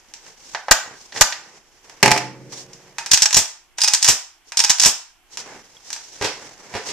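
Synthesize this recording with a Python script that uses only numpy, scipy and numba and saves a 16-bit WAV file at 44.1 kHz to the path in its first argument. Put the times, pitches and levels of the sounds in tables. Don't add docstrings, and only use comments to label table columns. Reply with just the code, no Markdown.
import sys
import numpy as np
from scipy import signal
from scipy.fft import rfft, irfft
from scipy.io import wavfile
from scipy.ndimage import uniform_filter1d
from numba import njit

SR = 44100
rng = np.random.default_rng(int(sys.argv[2]) if len(sys.argv) > 2 else 0)


def master_out(mix):
    frames = np.transpose(np.atleast_2d(mix))
    ceiling = np.clip(frames, -1, 1)
    pcm = np.round(ceiling * 32767).astype(np.int16)
    wavfile.write(sys.argv[1], SR, pcm)


N = 305172
TIME = np.arange(N) / SR

# (frequency [Hz], level [dB])
ROOM_TONE_COLOUR = [(15, -27.5), (25, 5), (196, -25.5), (354, -14.5), (515, -27), (729, -13), (1180, -17),
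                    (3260, -15.5), (3730, -25), (13500, -28), (15000, -42)]
# (frequency [Hz], t60 [s])
ROOM_T60 = [(120, 0.13), (400, 0.22), (1000, 0.45), (2500, 0.38), (6000, 0.34), (13000, 0.27)]
# (frequency [Hz], correlation [-1..1])
PORT_LIKENESS = [(40, -0.31), (200, 0.91), (550, 0.93), (1200, 0.72), (2500, 0.41), (8000, -0.2)]
# (frequency [Hz], left minus right [dB])
PORT_BALANCE = [(100, -3), (500, -1.5), (2000, -3), (4000, -1.5), (5700, -8.5), (6500, 4), (7400, 9),
                (9500, 4.5), (13000, 4.5)]

# (frequency [Hz], level [dB])
BUMP_COLOUR = [(60, -22.5), (110, -5), (250, -6), (430, -0.5), (640, -5), (850, -2), (1330, -8),
               (1900, -4.5), (3400, -9), (5700, -7), (14000, -37)]
MAGAZINE_COLOUR = [(120, -45), (300, -22), (520, -2), (850, 4.5), (1150, -4), (1850, 0), (2450, -12),
                   (3380, -13.5), (5960, -14.5), (14000, -59)]
CATCH_COLOUR = [(30, -33.5), (60, -21), (339, -21), (720, -10), (1300, -10), (1540, -6), (1670, -10.5),
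                (2110, -14), (7160, -3), (8420, -17), (13700, -21.5), (15000, -43.5)]
DESK_COLOUR = [(35, -37), (75, -22), (204, -8.5), (332, -12), (399, -5), (577, -10.5), (895, -6),
               (1240, -14), (2230, -8.5), (3500, -20), (5680, -15), (15000, -42.5)]
STEEL_COLOUR = [(150, -51), (480, -20.5), (850, -8), (1200, -11.5), (1500, -6), (2000, -8), (3300, -6.5),
                (4400, -4), (5200, 0), (6200, 2), (7600, -6.5), (10400, -19.5), (14200, -28), (16000, -54)]
SLAM_COLOUR = [(40, -8), (260, -7), (500, -8), (910, -6.5), (1800, -10), (2700, -8), (4500, -8),
               (5600, 0.5), (7900, -4.5), (10300, -18), (14000, -21), (16000, -65)]
# (frequency [Hz], level [dB], t60 [s])
BUMP_MODES = [(124.5, -12, 0.13), (297, -6, 0.13), (442, 8, 0.071), (518, 3.5, 0.073), (716, -0.5, 0.047)]
MAGAZINE_MODES = [(780, -1, 0.079), (886, -10.5, 0.22), (1306, -6, 0.1), (1490, 0.5, 0.069),
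                  (1920, 4, 0.06)]
DESK_MODES = [(129.4, -14.5, 0.77), (209, -12.5, .5), (303, -11.5, 0.98), (397, -7.5, 0.25),
              (538, -8.5, 0.57), (726, -7.5, 0.27), (882, -2.5, 0.24), (2200, -6, 0.13)]
RECEIVER_MODES = [(830, -9, 0.2), (929, -6, 0.28), (2500, -3.5, .2), (3760, -16, 0.22), (5030, 0.5, 0.064),
                  (5500, -8, .07), (8660, -14.5, 0.11)]
CARRIER_MODES = [(911, -3.5, 0.13), (5100, -7, 0.043), (5340, 1.5, 0.036), (5640, -5, 0.06),
                 (6070, 0.5, 0.061), (6600, -7, 0.036), (7370, -2, 0.045)]
# (frequency [Hz], level [dB])
SPRING_NOTES = [(129, -2), (148, -2.5), (187, -2), (316, -5.5), (366, 1.5), (468, 0.5), (549, -1.5),
                (626, -8.5)]

# (middle [s], length [s], hiss [dB], rub [dB])
SLIDES = [(0.272, 0.088, -46, -49.5), (0.5, 0.22, -45.5, -56.5), (0.539, 0.011, -36, -40),
          (0.892, 0.12, -52, -39.5), (1.03, 0.32, -49, -59), (1.187, 0.081, -31, -35),
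          (1.383, 0.39, -44.5, -43.5), (2.025, 0.034, -49, -46.5), (2.527, 0.045, -37, -43),
          (2.593, 0.091, -36, -46), (3.784, 0.014, -34, -49), (4.487, 0.055, -49.5, -61),
          (5.342, 0.041, -39.5, -51), (5.401, 0.042, -35, -44), (5.505, 0.21, -48.5, -42),
          (5.88, 0.081, -43, -54), (6.096, 0.47, -45, -59), (6.367, 0.37, -44.5, -43.5),
          (6.718, 0.25, -48.5, -45.5), (6.92, 0.15, -32.5, -36.5)]
# (start [s], end [s], hiss [dB], rub [dB])
RUSTLES = [(0, 1.9, -56.5, -59), (1.899, 3.1, -56.5, -54.5), (5.36, 10, -54.5, -58)]
# (time [s], treble [dB], body [dB])
TICKS = [(0.138, -35, -47.5), (0.265, -49.5, -48), (1.897, -43.5, -44.5), (2.733, -40, -68),
         (3.308, -22, -32), (4.785, -22, -34.5), (5.3725, -27, -36), (5.904, -31.5, -40),
         (5.9295, -23.5, -41.5), (5.963, -37, -39)]
# (time [s], treble [dB], body [dB])
BUMPS = [(6.212, -35, -22.5), (6.223, -26.5, -21.5), (6.245, -24, -23), (6.739, -38.5, -27.5),
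         (6.751, -35, -25.5), (6.766, -37.5, -35), (6.888, -32, -35)]
# (time [s], treble [dB], body [dB])
MAGAZINE_ROCKS = [(0.548, -26.5, -18), (0.6835, -35, -15.5), (1.123, -37, -41.5), (1.161, -32, -30),
                  (1.174, -27.5, -34.5), (1.324, -17.5, -26.5)]
# (time [s], treble [dB], body [dB])
CATCH_SNAPS = [(0.711, -7, -12), (1.21, -0.5, -9)]
# (delay [s], treble [dB], body [dB])
SNAP_CONTACTS = [(0, -2.5, -0.5), (0.0035, -9.5, 4), (0.009, -5.5, -6)]
# (time [s], treble [dB], body [dB])
DESK_HITS = [(2.0285, -5.5, -4), (2.0595, -12.5, -8), (2.079, -15, -10.5), (2.108, -19, -18.5),
             (2.1155, -7.5, -6.5), (2.163, -25, -16), (2.177, -18, -20.5)]
# (time [s], treble [dB], body [dB])
GRIPS = [(2.9835, -24, -27.5), (3.061, -25, -33.5), (3.784, -21.5, -29), (3.806, -22, -41.5),
         (4.5205, -31.5, -33.5)]
# (time [s], treble [dB], body [dB], receiver ring [dB])
PULLS = [(3.115, -3.5, -21, -15), (3.134, -2, -18, -16), (3.1435, -3, -20, -13), (3.1745, -11, -22, -9),
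         (3.8168, -12, -34, 2), (3.836, -10, -28, -1.5), (3.8442, -11.5, -25, -1), (3.877, -13, -23, -4.5),
         (3.883, -10.5, -24, 2), (4.5718, -11.5, -33, 0), (4.5922, -13.5, -30, 2.5), (4.602, -7.5, -23, -6),
         (4.639, -13, -25.5, 1), (4.647, -11.5, -26, -7)]
# (time [s], treble [dB], body [dB])
KNOCKS = [(3.2208, -4.5, -25), (3.23, -8, -23), (3.2572, -7.5, -17.5), (3.3084, -30, -31),
          (3.3285, -10.5, -26), (3.3445, -5.5, -21), (3.36, -11, -27), (3.9357, -6, -24),
          (3.947, -9.5, -24.5), (4.021, -24.5, -36.5), (4.027, -10, -33), (4.045, -8.5, -25),
          (4.052, -13, -27), (4.064, -15, -26), (4.078, -9, -24), (4.696, -10.5, -28), (4.7025, -5, -18),
          (4.713, -12.5, -27), (4.798, -6.5, -28.5), (4.815, -13.5, -27.5), (4.823, -12, -36),
          (4.835, -7, -18), (4.849, -6.5, -22)]
# (unlock [s], rear stop [s], release [s], slam [s], slam level [dB])
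RACKS = [(3.1112, 3.218, 3.3285, 3.367, -2), (3.816, 3.9375, 4.027, 4.0855, -2),
         (4.5698, 4.704, 4.798, 4.858, -2.5)]


def undb(db):
    return 10 ** (np.asarray(db) / 20)


def at_hz(points, hz):
    point_hz, value = np.transpose(points)
    return np.interp(np.log(hz + 1), np.log(point_hz), value)


def response(points, size=2048):
    cepstrum = irfft(np.log(undb(at_hz(points, np.fft.rfftfreq(size, 1 / SR)))))
    cepstrum[1:size // 2] *= 2
    cepstrum[size // 2 + 1:] = 0
    return irfft(np.exp(rfft(cepstrum)))


def unit(x):
    return x / np.sqrt(np.sum(x ** 2, axis=-1, keepdims=True))


def convolve(x, ir):
    return signal.fftconvolve(np.atleast_2d(x), np.atleast_2d(ir), axes=-1)[:, :np.shape(x)[-1]]


def filtered(x, kind, hz, order=3):
    return signal.sosfilt(signal.butter(order, hz, kind, fs=SR, output="sos"), x)


def treble_and_body(colour, split_hz=2500):
    return [unit(filtered(response(colour), kind, split_hz)) for kind in ("high", "low")]


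def add(track, time_s, sound):
    start = max(int(time_s * SR), 0)
    part = track[start:start + len(sound)]
    part += sound[:len(part)]


def port_noise(size):
    mid, side = rfft(rng.standard_normal((2, size)))
    likeness = at_hz(PORT_LIKENESS, np.fft.rfftfreq(size, 1 / SR))
    mid, side = mid * np.sqrt((1 + likeness) / 2), side * np.sqrt((1 - likeness) / 2)
    return irfft([mid + side, mid - side], size)


def room_tone(db=-57.5):
    return undb(db) * convolve(port_noise(N), unit(response(ROOM_TONE_COLOUR)))


def room(scatter_db=-1, scatter_s=0.0041, build_s=0.0055):
    t = TIME[:SR * 3 // 4]
    near = undb(scatter_db) * unit(port_noise(len(t)) * t * np.exp(-2 * t / scatter_s))
    near[:, 0] += 1
    spectrum = rfft(near)
    smooth_power = uniform_filter1d(np.abs(spectrum) ** 2, size=80)
    near = irfft(spectrum / np.sqrt(smooth_power), len(t)) * (t < t[-1] / 2)
    hz, age_s, cells = signal.stft(port_noise(len(t)), SR, nperseg=256)
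    decay = 1000 ** (-age_s / at_hz(ROOM_T60, hz)[:, None])
    tail = signal.istft(cells * decay, SR)[1][:, :len(t)]
    return unit(near), unit(tail * (1 - np.exp(-(t / build_s) ** 2)))


def friction(grain_db=2.5, grains_per_s=90, fade_s=0.13):
    power = np.zeros((2, N))
    for middle, length, *db in SLIDES:
        power += np.outer(undb(db) ** 2, np.exp(-2 * (2 * (TIME - middle) / length) ** 2))
    for start, end, *db in RUSTLES:
        outside_s = np.maximum(np.maximum(start - TIME, TIME - end), 0)
        power += np.outer(undb(db) ** 2, np.exp(-2 * (2 * outside_s / fade_s) ** 2))
    hiss, rub = np.sqrt(power)
    grain_times = np.cumsum(rng.exponential(1 / grains_per_s, 2000))
    grain = undb(grain_db * np.interp(TIME, grain_times, rng.standard_normal(len(grain_times))))
    bright, dull = treble_and_body(STEEL_COLOUR)[0], treble_and_body(BUMP_COLOUR)[1]
    return grain * (hiss * convolve(port_noise(N), bright) + rub * convolve(port_noise(N), dull))


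def ping(time_s=5.768, hz=3316, db=-36, t60=0.029):
    out = np.zeros(N)
    t = TIME[:SR // 2]
    add(out, time_s, undb(db) * np.sin(2 * np.pi * hz * t) * 1000 ** (-t / t60))
    return out


def chatter(decay_s, snap_db=-2, evenness=0.68, size=4096):
    burst = unit(rng.standard_normal(size) * np.exp(-TIME[:size] / decay_s))
    burst[0] += undb(snap_db) * min(0.0019 / decay_s, 1)
    colour_db = 10 * np.log10(uniform_filter1d(np.abs(rfft(burst)) ** 2, size=7))
    equaliser = response(np.column_stack([np.fft.rfftfreq(size, 1 / SR) + 1, -evenness * colour_db]))
    return unit(convolve(burst, equaliser)[0])


def hits(cues, colour, modes, space, chatter_s, treble_db, body_db, ring_db, room_db,
         detune=0.0026, spread_db=3):
    treble, body, ring = np.zeros((3, N))
    hz, mode_db, t60 = np.transpose(modes)
    t = TIME[:int(max(t60) * SR)]
    fade = 1000 ** (-t / t60[:, None])
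    for time_s, high_db, low_db, *extra_ring_db in cues:
        burst = chatter(chatter_s)
        add(treble, time_s, undb(high_db + treble_db) * burst)
        add(body, time_s, undb(low_db + body_db) * burst)
        strength, shift, polarity = rng.standard_normal((3, len(hz)))
        force_db = np.where(hz > 2500, high_db, low_db)
        level_db = force_db + mode_db + ring_db + sum(extra_ring_db) + spread_db * strength
        partials = fade * np.sin(2 * np.pi * (hz * (1 + detune * shift))[:, None] * t)
        add(ring, time_s, (np.sign(polarity) * undb(level_db)) @ partials)
    high, low = treble_and_body(colour)
    near, tail = space
    return convolve(convolve(treble, high) + convolve(body, low) + ring, near + undb(room_db) * tail)


def ticks(space):
    return hits(TICKS, STEEL_COLOUR, CARRIER_MODES, space, chatter_s=0.0014,
                treble_db=25, body_db=26.5, ring_db=-8, room_db=-3, detune=0.032)


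def set_down(space):
    return hits(BUMPS, BUMP_COLOUR, BUMP_MODES, space, chatter_s=0.0085,
                treble_db=29, body_db=23.5, ring_db=-5.5, room_db=0.5)


def magazine_spring(time_s=2.06, hum_db=-43, hum_t60=2.8, shiver_db=-34, shiver_t60=1.6):
    out = np.zeros(N)
    hum = sum(undb(db) * np.sin(2 * np.pi * hz * TIME) for hz, db in SPRING_NOTES)
    shiver = filtered(rng.standard_normal(N), "band", [115, 440])
    add(out, time_s, undb(hum_db) * hum * 1000 ** (-TIME / hum_t60))
    add(out, time_s, undb(shiver_db) * shiver / np.std(shiver) * 1000 ** (-TIME / shiver_t60))
    return out


def magazine(space):
    rocking = hits(MAGAZINE_ROCKS, MAGAZINE_COLOUR, MAGAZINE_MODES, space, chatter_s=0.0049,
                   treble_db=27, body_db=21.5, ring_db=-22.5, room_db=-6.5)
    contacts = [(time_s + delay_s, treble + high, body + low)
                for time_s, treble, body in CATCH_SNAPS for delay_s, high, low in SNAP_CONTACTS]
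    snaps = hits(contacts, CATCH_COLOUR, MAGAZINE_MODES, space, chatter_s=0.003,
                 treble_db=35, body_db=33, ring_db=-9.5, room_db=-12.5, detune=0.014)
    landing = hits(DESK_HITS, DESK_COLOUR, DESK_MODES, space, chatter_s=0.0032,
                   treble_db=28.5, body_db=27, ring_db=-9, room_db=-7.5, detune=0.018)
    return rocking + snaps + landing


def rail_scrape(space, pull_db=-27.5, return_db=-19, shudder_s=0.04, slips_per_s=1100, room_db=-7):
    slips = np.zeros(N)
    for unlock, rear, release, slam, _ in RACKS:
        for start, stop, db in [(unlock, rear, pull_db), ((release + slam) / 2, slam, return_db)]:
            size = int((stop + shudder_s - start) * SR)
            count = int(slips_per_s * size / SR) + 1
            kicks = rng.choice([-1, 1], count) * undb(0.5 * rng.exponential(size=count))
            grains = np.zeros(size)
            grains[rng.integers(0, size, count)] = kicks
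            add(slips, start, undb(db) * np.sqrt(size) * unit(grains))
    near, tail = space
    return convolve(convolve(slips, unit(response(STEEL_COLOUR))), near + undb(room_db) * tail)


def slam_thumps(slams, hz=150, trim_db=4.5, rise_s=0.0033):
    out = np.zeros(N)
    t = TIME[:SR // 10]
    thump = np.sin(2 * np.pi * hz * t) * t / rise_s * np.exp(1 - t / rise_s)
    for time_s, _, body_db in slams:
        add(out, time_s, undb(trim_db + body_db) * thump)
    return out


def bolt(space):
    out = hits(PULLS, STEEL_COLOUR, RECEIVER_MODES, space, chatter_s=0.0029,
               treble_db=24.5, body_db=24.5, ring_db=-1, room_db=-9.5)
    out += hits(KNOCKS, STEEL_COLOUR, CARRIER_MODES, space, chatter_s=0.0037,
                treble_db=24.5, body_db=26.5, ring_db=-5.5, room_db=-9, detune=0.063)
    slams = [(slam, db - 7, db - 17.5) for *_, slam, db in RACKS]  # (time [s], treble [dB], body [dB])
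    out += hits(slams, SLAM_COLOUR, CARRIER_MODES, space, chatter_s=0.02,
                treble_db=35.5, body_db=33.5, ring_db=-3, room_db=-9, detune=0.018)
    out += hits(GRIPS, STEEL_COLOUR, RECEIVER_MODES, space, chatter_s=0.0047,
                treble_db=25, body_db=26.5, ring_db=-6.5, room_db=-4.5)
    return out + slam_thumps(slams) + rail_scrape(space)


def scene():
    space = room()
    quiet_layers = friction() + ping() + magazine_spring() + room_tone()
    return quiet_layers + magazine(space) + bolt(space) + ticks(space) + set_down(space)


@njit
def follow(x, attack, release):
    out, level = np.empty(len(x)), 0.
    for i in range(len(x)):
        level += (x[i] - level) * (attack if x[i] > level else release)
        out[i] = level
    return out


def record(dry, thump_band_hz=(20, 300), knee_db=-10, attack_s=0.036, release_s=0.53, slope=0.83,
           ceiling=0.84, top_hz=14600):
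    ports = [response([(hz, side * db / 2) for hz, db in PORT_BALANCE]) for side in (1, -1)]
    sound = convolve(dry, np.array(ports))
    excess = np.tanh(np.maximum(np.abs(sound) - 1, 0))
    thump = filtered(excess, "band", thump_band_hz, order=1)
    sound += thump * np.array([[1], [0.099]])
    level = follow(np.abs(sound).max(axis=0), 1 / (attack_s * SR), 1 / (release_s * SR))
    gain = np.maximum(level / undb(knee_db), 1) ** -slope
    clipped = np.clip(sound * gain, -ceiling, ceiling)
    return signal.sosfilt(signal.ellip(8, .2, 70, top_hz, fs=SR, output="sos"), clipped)


dry = scene()
out = record(dry)
master_out(out)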